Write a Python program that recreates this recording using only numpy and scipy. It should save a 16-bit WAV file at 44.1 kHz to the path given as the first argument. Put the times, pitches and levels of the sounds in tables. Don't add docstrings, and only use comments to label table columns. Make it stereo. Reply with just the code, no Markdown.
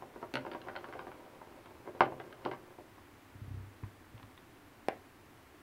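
import sys
import numpy as np
from scipy import signal
from scipy.fft import rfft, irfft
from scipy.io import wavfile

SR = 44100
rng = np.random.default_rng(int(sys.argv[2]) if len(sys.argv) > 2 else 0)


def unload_wav(signal):
    wavfile.write(
        sys.argv[1],
        SR,
        np.round(np.clip(np.atleast_2d(signal).T, -1, 1) * 32767).astype(np.int16),
    )


N = 247825

# start in seconds, peak in dB, hardness in Hz
# (higher is brighter), bass boost in dB.
KNOCKS = [(0.0226, -27.5, 940, 5.5), (0.160, -31.5, 880, 4), (0.228, -25, 1050, -4),
          (0.450, -27.5, 930, 10), (0.465, -23.5, 1120, 5.5), (0.5486, -24.5, 1120, 4),
          (0.666, -33, 704, -6), (0.685, -22.5, 1140, -2), (0.754, -29, 1310, -5), (0.843, -27, 1470, -27),
          (0.926, -29, 1430, -12), (0.952, -32, 1010, 8), (0.992, -29, 1460, -17), (1.069, -30, 1150, -4),
          (1.117, -33.5, 1300, -20), (1.415, -34.5, 1020, -7), (1.659, -37.5, 1400, -13),
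          (1.8751, -25, 920, 9), (1.949, -31, 1110, 16), (2.0069, -2.5, 1240, -5),
          (2.121, -27.5, 845, -1.5), (2.200, -28, 1300, 0), (2.4602, -16, 770, -5.5),
          (2.514, -25.5, 1400, -7), (2.5349, -29.5, 1430, -7), (2.785, -33.5, 654, 2),
          (2.980, -42, 980, -9)]
# pitch in Hz, relative level in dB, seconds to fade by 60 dB.
PIECE_TONES = [(360, -7, 0.022), (615.6, -6, 0.025), (792, -8.5, 0.034), (853, -4.5, 0.021),
               (1008, 3.5, 0.0092), (1200, -10, 0.045), (1499, 1, 0.007), (1933, -14, 0.015),
               (2076, -1, 0.0084), (2625, -0.5, 0.013), (3010, 5, 0.0058), (4110, 7.5, 0.005),
               (5040, 16, 0.0017)]


def amp(db):
    return 10 ** (np.asarray(db) / 20)


def curve_at(points, hz):
    point_hz, value = np.transpose(points)
    return np.interp(np.log(hz + 1), np.log(point_hz + 1), value)


def add(mix, start_s, sound):
    part = mix[max(round(start_s * SR), 0):][:len(sound)]
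    part += sound[:len(part)]


def noise(spectrum):
    gain = amp(curve_at(spectrum, np.fft.rfftfreq(N, 1 / SR))) * np.sqrt(SR / 2)
    return irfft(rfft(rng.standard_normal(N)) * gain, N)


def ring(tones, bass_db=0, detune=0, bass_hz=600, size=16000):
    hz, db, fade_s = np.transpose(tones)[:, :, None]
    t = np.arange(size) / SR
    level_db = db + bass_db / (1 + (hz / bass_hz) ** 4)
    shifted_hz = hz * (1 + detune * rng.standard_normal(hz.shape))
    sign = (-1) ** np.arange(len(hz))[:, None]
    envelope = amp(level_db) * np.exp(-np.log(1000) * t / fade_s)
    motion = sign * envelope * np.sin(2 * np.pi * shifted_hz * t) / (2 * np.pi * hz)
    return np.diff(motion.sum(0)) * SR


def soften(x, hz, resonance=0.73):
    warped_rate = .5 / np.tan(np.pi * min(hz / SR, .45))
    return signal.lfilter(*signal.bilinear([1], [1, 1 / resonance, 1], warped_rate), x)


def blows(rows, tones, detune, grit_db, grit_s=0.0015, edge_ratio=1.8, bass_hz=600, size=900):
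    out = np.zeros(N)
    top_db = max(row[1] for row in rows)
    for start_s, db, hardness_hz, bass_db in rows:
        lightness = 1 - amp(db - top_db)
        grit = rng.standard_normal(size) * np.exp(-np.arange(size) / SR / grit_s)
        force = signal.unit_impulse(size) + lightness * amp(grit_db) * grit / np.linalg.norm(grit)
        hit = signal.fftconvolve(force, ring(tones, bass_db, detune * lightness, bass_hz))
        hit = soften(hit, hardness_hz)
        hit = soften(hit, edge_ratio * hardness_hz, resonance=0.65)
        add(out, start_s, amp(db) * hit / abs(hit).max())
    return out


def room_tone():
    # frequency in Hz, level in dB per Hz.
    spectrum = [(20, -83), (50, -85.5), (100, -76.5), (175, -90), (270, -79), (340, -80), (480, -92),
                (900, -90), (2000, -100), (5000, -118)]
    return noise(spectrum)


def room_tail(build_s=0.0032, size=16000):
    # frequency in Hz, seconds to fade by 60 dB.
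    fade_times = [(120, 0.68), (320, 0.43), (840, 0.14), (2000, 0.2), (3500, 0.18), (14000, 0.088)]
    echoes = rng.standard_normal(size) * (rng.random(size) < .15)
    hz, t, bands = signal.stft(echoes, SR, nperseg=256)
    fade = np.exp(-np.log(1000) * t / curve_at(fade_times, hz)[:, None])
    tail = signal.istft(bands * fade, SR, nperseg=256)[1]
    tail *= 1 - np.exp(-(np.arange(len(tail)) / SR / build_s) ** 2)
    return tail / np.linalg.norm(tail)


def room(x, echoes, tail_db, switch_s=.11, tails=3):
    turn = np.arange(N) / SR / switch_s
    out = np.zeros(N)
    for k in range(tails):
        away = abs((turn - k + tails / 2) % tails - tails / 2)
        share = np.cos(np.pi / 2 * np.minimum(away, 1))
        out += amp(tail_db) * signal.oaconvolve(x * share, room_tail())[:N]
    for delay_s, db in echoes:
        add(out, delay_s, amp(db) * x)
    return out


def low_resonances(x, gain_db=-60):
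    # pitch in Hz, relative level in dB, seconds to fade by 60 dB.
    resonance_tones = [(130.2, 15.5, 0.45), (258, -6.5, 0.37), (351, 1.5, 0.13), (425, -22, .15),
                       (515, 1, 0.85), (595.5, 19, 0.08), (750, 6, 0.12), (790, 12.5, 0.13),
                       (855, 1.5, 0.079), (1015, -9, 0.42), (1063, -23, .18), (1426, -19, 0.59),
                       (1420, -8, .17), (1880, -5, 0.14)]
    return amp(gain_db) * signal.oaconvolve(x, ring(resonance_tones))[:N]


def arms_on_table(slip_every_s=.0312, firmest_hz=171, hz_per_db=-2, bass_db=1):
    # time in seconds, peak of a slip in dB.
    pressure = [(3.346, -39), (3.378, -50), (3.408, -31), (3.44, -45), (3.47, -31.5), (3.55, -29.5),
                (3.67, -47.5)]
    # start in seconds, peak in dB, hardness in Hz, bass boost in dB.
    bumps = [(3.826, -27, 192, -17), (4.134, -38.5, 130, 0), (4.229, -41, 252, 0)]
    # pitch in Hz, relative level in dB, seconds to fade by 60 dB.
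    thud_tones = [(59, -10.5, 0.15), (99.8, -4, 0.26), (133, -5, 0.087), (211.5, -13, 0.19),
                  (274.5, -8.5, 0.12), (438, -11, 0.087)]
    times, db = np.transpose(pressure)
    starts = np.arange(times[0], times[-1], slip_every_s)
    slips = [(start_s, level, firmest_hz + hz_per_db * (level - db.max()), bass_db)
             for start_s, level in zip(starts, np.interp(starts, times, db))]
    return blows(slips + bumps, thud_tones, detune=0.043, grit_db=-20, edge_ratio=4.6)


def capsule_clicks():
    # start in seconds, peak in dB, hardness in Hz, bass boost in dB.
    clicks = [(3.836, -37, 2200, -25), (4.179, -38.5, 2700, -10), (4.1985, -40, 2500, -13),
              (4.2295, -36.5, 2600, -9), (4.377, -37.5, 3200, -28), (4.8853, -13, 13000, -3.5),
              (5.374, -51, 13500, -22)]
    # pitch in Hz, relative level in dB, seconds to fade by 60 dB.
    plastic_tones = [(365, -35, 0.0071), (720, 11.5, 0.012), (1580, -40, .008), (1700, 4, 0.0029),
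                     (2550, 7.5, 0.0022), (3200, -7.5, 0.01), (5480, -11, 0.0062), (8600, -20, 0.0096),
                     (12000, -15, 0.0017)]
    return blows(clicks, plastic_tones, detune=0.47, grit_db=-3, grit_s=0.0022, edge_ratio=3.7,
                 bass_hz=1400)


def lid_pop(at_s=4.8862, peak_db=-12.5, pitch_hz=470):
    phase = np.pi * pitch_hz * (np.arange(N) / SR - at_s)
    return amp(peak_db) * (1 - 2 * phase ** 2) * np.exp(-phase ** 2)


def scrape_strength(t, tip_s=0.016, settle_s=0.022, relative_db=-22.5, ceiling_db=-42):
    power = np.zeros(N)
    for knock_s, db, _, _ in KNOCKS:
        swell = np.exp(-np.maximum((knock_s - t) / tip_s, (t - knock_s) / settle_s))
        power += (amp(min(db + relative_db, ceiling_db)) * swell) ** 2
    return np.sqrt(power)


def pieces_sliding(slips_per_s=700, spread_db=4, hardness_hz=1000, gain_db=-1, lift_s=0.25):
    # time in seconds, relative level in dB.
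    slide_levels = [(0.0, -61), (0.28, -56), (0.45, -49), (0.62, -52), (0.95, -48), (1.3, -52.5),
                    (1.8, -57.5), (2.15, -52), (2.45, -52), (3.0, -67)]
    t = np.arange(N) / SR
    slips = rng.standard_normal(N) * amp(spread_db * np.minimum(rng.exponential(1, N), 3))
    slips *= rng.random(N) < slips_per_s / SR
    ringing = signal.oaconvolve(slips, ring(PIECE_TONES, bass_db=6))[:N]
    rub = soften(ringing, hardness_hz)
    rub /= np.sqrt(np.mean(rub ** 2) + 1e-20)
    times, db = np.transpose(slide_levels)
    touch = np.clip((times[-1] - t) / lift_s, 0, 1)
    slide_strength = amp(np.interp(t, times, db) + gain_db) * touch
    return rub * np.hypot(slide_strength, scrape_strength(t))


def pieces_knocking():
    return blows(KNOCKS, PIECE_TONES, detune=0.06, grit_db=-5.5, grit_s=0.0024, edge_ratio=1.9)


def shell_cracks(bright_hz=11200):
    # start in seconds, peak in dB, hardness in Hz, bass boost in dB,
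    # level of an added, brighter click in dB relative to the peak.
    cracks = [(0.339, -24, 4250, 11.5, -3.5), (0.3545, -16.5, 3300, 0.5, -12),
              (0.3695, -21, 2060, 1.5, -26), (0.515, -31.5, 3020, -2, -27), (0.534, -37, 2800, -2, -24),
              (0.616, -36, 3100, -21, -27), (0.685, -34, 2200, -3, -13), (0.7625, -24.5, 2300, -8, -28),
              (0.843, -37, 2700, 0, -21), (0.936, -34, 2110, -10, -28), (1.074, -53, 4000, -8, -2),
              (2.0072, -26.5, 2940, -20, -9), (2.017, -27, 2800, -12, -21), (2.326, -34, 2480, -2, -19),
              (2.451, -23.5, 2700, 8.5, -25)]
    # pitch in Hz, relative level in dB, seconds to fade by 60 dB.
    shell_tones = [(281.6, -5.5, 0.024), (416, -11, 0.061), (570, -7.5, 0.047), (922, -4, 0.017),
                   (1340, -0.5, 0.018), (1516, 0.5, 0.016), (1970, 2, 0.007), (2850, 2, 0.009),
                   (3400, 1, 0.005), (4300, 2, 0.007), (5700, -3, 0.004), (9300, 3, 0.0017),
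                   (12600, 4, 0.0022)]
    rows = []
    for start_s, db, hardness_hz, bass_db, bright_db in cracks:
        rows.append((start_s, db, hardness_hz, bass_db))
        rows.append((start_s, db + bright_db, bright_hz, bass_db))
    return blows(rows, shell_tones, detune=0.095, grit_db=1, grit_s=0.0044, edge_ratio=2.9)


def scene():
    # delay in seconds, gain in dB.
    table_echoes = [(.0058, -49.5), (0.0115, -10), (0.0177, -19.5)]
    hand_echoes = [(.0085, -48), (0.0244, -18)]
    pieces = pieces_knocking() + pieces_sliding()
    shell = shell_cracks()
    capsule = capsule_clicks()
    arms = arms_on_table()
    pop = lid_pop()
    shielded = soften(capsule, hz=2560)
    echoes = room(pieces, table_echoes, tail_db=-6.0) + room(shell, hand_echoes, tail_db=-8.0)
    echoes += room(shielded, hand_echoes, tail_db=-4.5) + room(pop, hand_echoes, tail_db=-18.5)
    left = pieces + shell + capsule + pop + arms + low_resonances(pieces + shell) + echoes + room_tone()
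    return np.array([left, np.zeros(N)])


def record(dry, shared_hiss_db=-117, bass_cut_hz=45, treble_cut_hz=15800):
    # frequency in Hz, level in dB per Hz.
    hiss_spectrum = [(20, -89.5), (70, -92), (400, -93), (1100, -93.5), (2000, -95.5), (3200, -103),
                     (5000, -109), (7000, -113), (16000, -114)]
    heard = signal.sosfilt(signal.butter(2, bass_cut_hz, "high", fs=SR, output="sos"), dry)
    hiss = np.array([noise(hiss_spectrum), noise(hiss_spectrum)])
    hiss += amp(shared_hiss_db) * np.sqrt(SR / 2) * rng.standard_normal(N)
    low_pass = signal.firwin(511, treble_cut_hz, window=("kaiser", 9), fs=SR)
    return signal.oaconvolve(heard + hiss, low_pass[None], "same")


dry = scene()
out = record(dry)
unload_wav(out)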